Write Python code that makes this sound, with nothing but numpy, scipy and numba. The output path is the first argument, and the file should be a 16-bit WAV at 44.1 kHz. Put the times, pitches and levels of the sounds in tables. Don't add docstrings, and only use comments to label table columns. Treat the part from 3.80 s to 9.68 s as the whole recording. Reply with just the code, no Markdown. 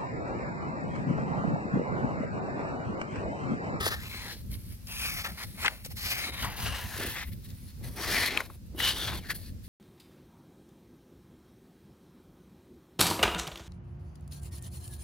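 import sys
import numpy as np
from scipy import signal
from scipy.fft import rfft, irfft
from scipy.io import wavfile
from scipy.ndimage import uniform_filter1d, map_coordinates
from numba import njit

SR = 44100
rng = np.random.default_rng(int(sys.argv[2]) if len(sys.argv) > 2 else 0)


def voltage_ratio(level):
    return 10 ** (np.asarray(level, float) / 20)


def store_pcm(level_fs):
    pcm = np.round(np.clip(level_fs, -1, 1) * 32767).astype(np.int16)
    wavfile.write(sys.argv[1], SR, np.atleast_2d(pcm).T)


N = 259308

# (start [s], length [s], effort [dB], swell over stroke [dB], soil fineness [dB])
RAKES = [(0, 0.056, -40, -3, -0.5), (.056, 0.023, -34.5, 1, 4.5), (.11, 0.032, -38, 1, -3),
         (.15, 0.13, -47, 8.5, -4.5), (.30, 0.23, -46, -4.5, -3.5), (.51, 0.045, -52.5, -16, 0.1),
         (1.074, .058, -49.5, 11.5, 3), (1.132, .068, -43.5, 2, 1), (1.20, 0.22, -39, -7.5, 1.5),
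         (1.447, 0.027, -40, -5.5, -0.7), (1.49, 0.099, -54, -10, -1), (1.58, 0.057, -44.5, 5.5, -0.2),
         (1.78, 0.057, -44, 16, 1.5), (1.85, 0.029, -32.5, -3, -7), (1.89, 0.13, -56, -15.5, -1.3)]
# (start [s], length [s], effort [dB], swell [dB], soil fineness [dB])
LATER_RAKES = [(2.174, .152, -40.5, 14.5, 4), (2.327, 0.17, -37.5, -5.5, -2), (2.524, 0.091, -44.5, 4, -3),
               (2.626, 0.027, -37.5, -1, -0.5), (2.656, 0.14, -47, -5.5, -4), (2.77, 0.09, -45, 1.5, 5),
               (2.862, .03, -38.5, -5.5, -2), (2.882, .21, -44.5, -7, -1), (3.097, .15, -43, 13, 1.5),
               (3.248, 0.1, -42.5, -5.5, 5), (3.356, 0.077, -39, 1, -6.5)]
# (start [s], length [s], effort [dB], swell [dB], soil fineness [dB])
SCOOPS = [(4.043, 0.046, -57, -5, 5), (4.167, 0.0796, -45, 17, 3.5), (4.246, 0.1, -39, 11, 4.5),
          (4.355, 0.13, -32, 2, 2), (4.48, .095, -36.5, -2, -9), (4.577, 0.033, -45, 2, -3.5),
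          (4.995, .055, -33.5, 2.5, 0.5), (5.041, 0.055, -28.5, 2, 3), (5.104, 0.073, -38, -19.5, -5),
          (5.154, .15, -37.5, 3, 0), (5.303, 0.084, -42, -4.5, -2.2), (5.406, 0.0676, -55.5, 12, -5),
          (5.5, 0.011, -38, 5, 0.5), (5.523, .02, -57.5, 2, -15), (5.548, 0.011, -54.5, 0, 11)]
# (start [s], length [s], level [dB])
TRICKLES = [(0.547, 0.063, -65), (.61, .11, -79), (0.717, 0.035, -57.5), (.77, .14, -73),
            (0.903, 0.042, -66), (.96, .11, -80), (1.645, .135, -63), (1.98, 0.055, -79),
            (2.053, 0.0087, -51.5), (2.108, 0.015, -57), (3.444, 0.046, -60), (3.523, 0.01, -58.5),
            (3.564, .11, -78.5), (3.644, 0.017, -63), (3.69, .025, -65), (3.73, 0.15, -75),
            (3.876, 0.034, -69.5), (3.933, .1, -82), (4.075, .07, -67.5), (4.628, 0.036, -60.5),
            (4.694, 0.057, -72), (4.86, 0.011, -82), (4.962, .035, -66), (5.58, .05, -67),
            (5.627, 0.067, -65.5), (5.843, 0.023, -69.5)]
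# (time [s], level [dB])
DEPTH = [(0, 1), (.3, -12), (.55, -2.5), (1.3, -11.5), (1.5, -2.5), (1.9, 0), (2.3, -7.5), (2.55, -4),
         (2.8, 3.5), (3.25, -6), (3.96, -11), (4.06, 6), (4.3, 4), (4.5, -9), (4.62, 8.5), (5.05, -10.5),
         (5.33, 1), (5.5, -17)]
# (time [s], bowl [Hz], grit [Hz])
RINGS = [(0.0, 1810, 4860), (0.2, 1680, 3800), (0.26, 2480, 4170), (0.5, 1830, 4100), (1.11, 2540, 5050),
         (1.37, 2140, 4860), (1.49, 2000, 4440), (1.87, 2130, 4000), (2.4, 2300, 4620), (2.7, 1900, 3100),
         (3.26, 1720, 2780), (3.45, 2100, 3670), (4.3, 1900, 4670), (4.44, 2100, 4430), (4.62, 2210, 3900),
         (4.9, 2800, 3680), (5.38, 3440, 3670), (5.45, 1840, 4270)]
# (at usual effort [dB], per effort [dB/dB], per fineness [dB/dB])
HOLLOW_LAW = (0.2, -0.044, -0.14)
GRIT_LAW = (-1.35, -0.17, 0.6)
SAND_LAW = (-4, -0.41, 0.95)
# (frequency [Hz], density [dB per Hz])
SAND_SPECTRUM = [(6500, -22), (8000, -9), (10000, 1), (12000, 3), (14000, -0.5), (16000, -0.5)]
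# (start [s], length [s], level [dB])
PALM = [(0, 0.005, -33.5), (.055, 0.064, -44), (.23, .22, -60), (.46, 0.09, -56), (2.23, 0.33, -63),
        (2.46, 0.04, -48), (2.6, 0.18, -65), (2.9, 0.12, -56.5), (3.2, 0.079, -39.5), (3.35, 0.062, -61),
        (4.04, 0.06, -55), (4.19, 0.4, -44), (4.69, 0.027, -53), (4.99, 0.13, -45), (5.13, 0.23, -47.5),
        (5.4, 0.22, -56.5)]
# (time [s], peak [dB], ring [Hz], t60 [s], sand spray [dB])
CLODS = [(0.014, -30, 580, 0.015, -18), (0.065, -16.5, 510, 0.022, -20), (0.084, -29, 1010, 0.024, -18),
         (0.117, -29.5, 1620, 0.048, -21), (1.452, -21, 1710, 0.0098, -22),
         (1.846, -17.5, 1240, 0.086, -12), (1.859, -12.5, 2220, 0.044, -53), (1.88, -9.5, 1910, 0.017, -12),
         (2.646, -23, 1080, 0.056, -5), (3.427, -34, 1610, 0.028, -21), (4.294, -36, 1820, 0.0066, -12),
         (4.574, -10, 2410, 0.011, -8.5), (4.604, -17.5, 1580, 0.017, -11.5),
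         (5.002, -17.5, 2030, 0.022, -7), (5.503, -22.5, 1800, 0.056, -5)]
# (time [s], peak [dB], ring [Hz], t60 [s], sand spray [dB])
PEBBLES = [
    (0.74, -36.5, 3540, 0.024, -19),
    (1.07, -35, 5460, 0.022, -16),
    (2.048, -35.5, 4930, 0.048, 4),
    (2.06, -40.5, 565, 0.022, 10),
    (2.108, -47, 666, 0.072, -1),
    (2.167, -42, 2200, 0.02, 5),
    (3.533, -40, 3650, 0.022, -8),
    (3.656, -59, 2260, 0.025, -13),
    (3.704, -43, 4170, 0.013, -19),
    (4.700, -37.5, 890, 0.03, -15),
]
# (time [s], left port lag [ms], likeness of the grit at both ports [0-1])
PORT_LAG = [
    (0, 0.21, .65),
    (.55, 0.08, .55),
    (1.07, 0.105, .95),
    (1.44, 0.15, .95),
    (1.6, 0.1, .6),
    (2.3, 0.15, .7),
    (3.4, -0.07, .55),
    (4.0, -0.02, .7),
    (5.0, -0.02, .85),
    (5.88, -0.05, .7),
]
# (start [s], length [s], level [dB])
GUSTS = [(0, 0.26, -42), (.62, 0.31, -42.5), (1.15, 0.25, -43.5), (1.5, 0.03, -42), (1.66, 0.29, -45),
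         (2.09, 0.065, -43.5), (2.25, 0.021, -44), (2.41, 0.025, -48.5), (2.64, 0.035, -42),
         (2.81, 0.12, -40), (3.05, 0.018, -40.5), (3.15, 0.45, -46.5), (3.48, 0.04, -40.5),
         (3.68, 0.055, -43.5), (3.82, 0.066, -44.5), (4.03, 0.072, -41.5), (4.28, 0.053, -38),
         (4.4, 0.015, -41.5), (4.47, 0.12, -46), (4.77, .19, -45), (5.03, 0.34, -43), (5.36, 0.19, -46),
         (5.56, 0.12, -44.5), (5.7, 0.17, -44)]
# (frequency [Hz], density [dB per Hz])
WIND_SPECTRUM = [(16, -46), (28, -13), (60, 0), (113, -4), (140, -10.5), (211, -11), (258, -16.5),
                 (286, -21), (435, -32), (549, -32.5), (900, -56), (1170, -91), (1980, -120)]
# (frequency [Hz], density [dB per Hz])
HISS_SPECTRUM = [(410, -7), (700, 2), (947, 4), (2600, 3.5), (3050, 1.5), (4520, 5.5), (7740, 0),
                 (11300, 1), (15100, 3), (16100, -5)]

USUAL_DB, REST_DB = -45, -104
BITE_DB_S, LET_GO_DB_S = 1118, 800
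TRICKLE_FINENESS_DB = 4
HOLLOW_HZ, HOLLOW_OCTAVES_PER_DB = 947, 0.0667
BOWL_WIDTH_HZ, GRIT_WIDTH_HZ, RING_WANDER = 620, 1130, .03
COARSE_SCATTER_DB, FINE_SCATTER_DB, GRIT_FLICKER_DB = 1.1, .9, 1.6
THUD_ALIKE, RUB_ALIKE, SAND_ALIKE, WIND_ALIKE = .97, .9, .45, .6
SCRAPE_LEFT_DB, CLOD_LEFT_DB, GRIT_RIGHT_DB, SAND_RIGHT_DB = 3, 4, 1.2, 2.2
PRESS_DB_S, LIFT_DB_S = 277, 400
LULL_DB, GUST_DB_S, EDDY_DB = -49, 141, 2.2
HISS_DB = -59
DUCK_KNEE_DB, DUCK_SHARE, DUCK_MEMORY_S = -42, .3, .3
TOP_HZ = 16000


def scrape():
    trickles = [(*row, 0, TRICKLE_FINENESS_DB) for row in TRICKLES]
    effort_db, fineness_db = gestures(RAKES + LATER_RAKES + SCOOPS + trickles, BITE_DB_S, LET_GO_DB_S, REST_DB)
    over_db = effort_db - USUAL_DB

    def layer_db(law):
        usual_db, per_effort, per_fineness = law
        return usual_db + per_effort * over_db + per_fineness * fineness_db

    slip = walk(45)
    coarse = grains(1200, COARSE_SCATTER_DB, 0.012)
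    fine = grains(3000, FINE_SCATTER_DB, 0.0031)
    thud = coarse * pair(THUD_ALIKE)
    rub = coarse * pair(RUB_ALIKE)
    rattle = (fine + 0.23 * coarse) * pair(follow(PORT_LAG)[1])

    hollow_hz = HOLLOW_HZ * 2 ** (HOLLOW_OCTAVES_PER_DB * over_db)
    bowl_hz, grit_hz = follow(RINGS)
    bowl_hz = bowl_hz * (1 + RING_WANDER * walk(27.1))
    grit_hz = grit_hz * (1 + RING_WANDER * walk(29))
    hollow = steep(thud, hollow_hz, 330) + voltage_ratio(0.5) * steep(thud, 796, 2170)
    bowl = steep(rub, bowl_hz, BOWL_WIDTH_HZ) + voltage_ratio(-6.5) * steep(rub, 2100, 2900)
    grit = steep(rattle, grit_hz, GRIT_WIDTH_HZ) + voltage_ratio(4.5) * steep(rattle, 3980, 4300)
    sand = colour(fine * pair(SAND_ALIKE), SAND_SPECTRUM) * lean_left(-SAND_RIGHT_DB)

    hollow_db = layer_db(HOLLOW_LAW) + follow(DEPTH)[0] + 0.5 + 1.2 * slip + 1.1 * walk(24.82)
    bowl_db = 2.5 + 0.76 * slip + 0.49 * walk(24.03)
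    grit_db = layer_db(GRIT_LAW) + 2.5 + 0.59 * slip + GRIT_FLICKER_DB * walk(19)
    sand_db = layer_db(SAND_LAW) + 6.0 + 0.51 * slip + 0.86 * walk(21.8)
    out = unit(hollow) * voltage_ratio(hollow_db) + unit(bowl) * voltage_ratio(bowl_db)
    out = out + unit(grit) * voltage_ratio(grit_db) * lean_left(-GRIT_RIGHT_DB)
    out = out + unit(sand) * voltage_ratio(sand_db)
    return pockets(out) * voltage_ratio(effort_db - 3.5) * lean_left(SCRAPE_LEFT_DB)


def grains(rate_hz, scatter_db, length_s):
    sizes = voltage_ratio(scatter_db * np.minimum(rng.exponential(size=N), 5))
    hits = (rng.random(N) < rate_hz / SR) * sizes
    return signal.lfilter([1], [1, -np.exp(-1 / (length_s * SR))], hits)


def pockets(x, count=14):
    out = x
    for hz in np.geomspace(700, 13000, count):
        level_db = -7.0 + 4.8 * walk(11)
        moving_hz = hz * (1 + 0.063 * walk(3.036))
        out = out + voltage_ratio(level_db) * ring(x, moving_hz, 0.055 * hz)
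    return out


def palm():
    shove = unit(steep(grains(500, 4.5, 0.0059) * pair(THUD_ALIKE), 309, 346))
    return shove * voltage_ratio(gestures(PALM, PRESS_DB_S, LIFT_DB_S, rest_db=-88)[0])


def clods():
    length = 4000
    out, t = np.zeros((2, N + length)), np.arange(length) / SR
    for start_s, peak_db, hz, t60_s, spray_db in sorted(CLODS + PEBBLES):
        noise = rng.standard_normal((3, length))
        onset = 1 - np.exp(-t / 0.00017)
        decay = np.exp(-np.log(1000) * t / max(t60_s, .003))
        crumble = (noise[0] + 0.55 * noise[1:]) * onset * decay
        body = steep(crumble, hz, 0.78 * hz)
        spray = ring(crumble, 8000, 6700)
        hit = body / np.abs(body).max() + voltage_ratio(spray_db) * spray / np.abs(spray).max()
        i = int(start_s * SR)
        out[:, i:i + length] += hit * voltage_ratio(peak_db) * lean_left(CLOD_LEFT_DB)
    return out[:, :N]


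def wind():
    eddies = colour(pair(WIND_ALIKE) * voltage_ratio(EDDY_DB * walk(16)), WIND_SPECTRUM)
    return unit(eddies) * voltage_ratio(gestures(GUSTS, GUST_DB_S, GUST_DB_S, LULL_DB)[0] + 3.0)


def hiss():
    return unit(colour(pair(0.008), HISS_SPECTRUM)) * voltage_ratio(HISS_DB + 0.15 * walk(11))


def ducking(near):
    keep = np.exp(-1 / (DUCK_MEMORY_S * SR))
    recent = signal.lfilter([1 - keep], [1, -keep], np.mean(near ** 2, axis=0))
    return (1 + recent / voltage_ratio(2 * DUCK_KNEE_DB)) ** -DUCK_SHARE


def at_ports(x):
    lag_ms = follow(PORT_LAG)[0]
    return np.array([delay(x[0], lag_ms / 2), delay(x[1], -lag_ms / 2)])


def delay(x, ms):
    return map_coordinates(x, [np.arange(N) - ms * SR / 1000], order=3, mode="nearest")


def gestures(rows, rise_db_s, fall_db_s, rest_db):
    full_rows = np.array([(*row, 0, 0)[:5] for row in rows], float)
    start, length, db, swell_db, colour_db = full_rows.T[:, :, None]
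    t = np.arange(0, N / SR, .002)
    held = db + swell_db * (np.clip((t - start) / length, 0, 1) - .5)
    before_s, after_s = np.maximum(start - t, 0), np.maximum(t - start - length, 0)
    each = held - rise_db_s * before_s - fall_db_s * after_s
    power = voltage_ratio(2 * each)
    mixed_db = (power * colour_db).sum(axis=0) / (power.sum(axis=0) + voltage_ratio(2 * rest_db))
    level_db = np.maximum(each.max(axis=0), rest_db)
    return follow(np.transpose([t, level_db, mixed_db]))


def follow(table):
    s, *columns = np.transpose(table)
    return [np.interp(np.arange(N) / SR, s, c) for c in columns]


def walk(rate_hz):
    k = int(SR / rate_hz)
    steps = np.repeat(rng.standard_normal(N // k + 1), k)
    return 1.3 * uniform_filter1d(uniform_filter1d(steps, k), k)[:N]


def pair(alike):
    mid, side = rng.standard_normal((2, N))
    c = np.clip(alike, 0, 1)
    return np.sqrt(1 + c) * mid + np.sqrt(1 - c) * side * np.array([[1], [-1]])


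def lean_left(db):
    return voltage_ratio(db * np.array([[.5], [-.5]]))


def colour(x, table):
    hz, db = np.transpose(table)
    log_f = np.log(np.arange(N // 2 + 1) * SR / N + 1)
    return irfft(rfft(x) * voltage_ratio(np.interp(log_f, np.log(hz), db, -90, -90)), N)


def steep(x, hz, width_hz):
    return ring(ring(x, hz, width_hz), hz, width_hz)


def ring(x, hz, width_hz):
    return np.array([svf(c, hz * np.ones(len(c)), 1. * width_hz) for c in x])


@njit
def svf(x, hz, width_hz):
    y, band, low = np.empty(len(x)), 0., 0.
    for i in range(len(x)):
        g, k = np.tan(np.pi * hz[i] / SR), width_hz / hz[i]
        v = (band + g * (x[i] - low)) / (1 + g * (g + k))
        band, low, y[i] = 2 * v - band, low + 2 * g * v, k * v
    return y


def unit(x):
    return x / np.sqrt(np.mean(x ** 2))


def scene():
    near = at_ports(scrape() + palm() + clods())
    return near + wind() + hiss() * ducking(near)


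def band_limit(x):
    return signal.sosfilt(signal.butter(12, 16290, fs=SR, output="sos"), x)


def record(dry):
    low_pass = signal.ellip(8, .2, 70, TOP_HZ, fs=SR, output="sos")
    mix = signal.sosfilt(low_pass, dry)
    return band_limit(mix)


dry = scene()
out = record(dry)
store_pcm(out)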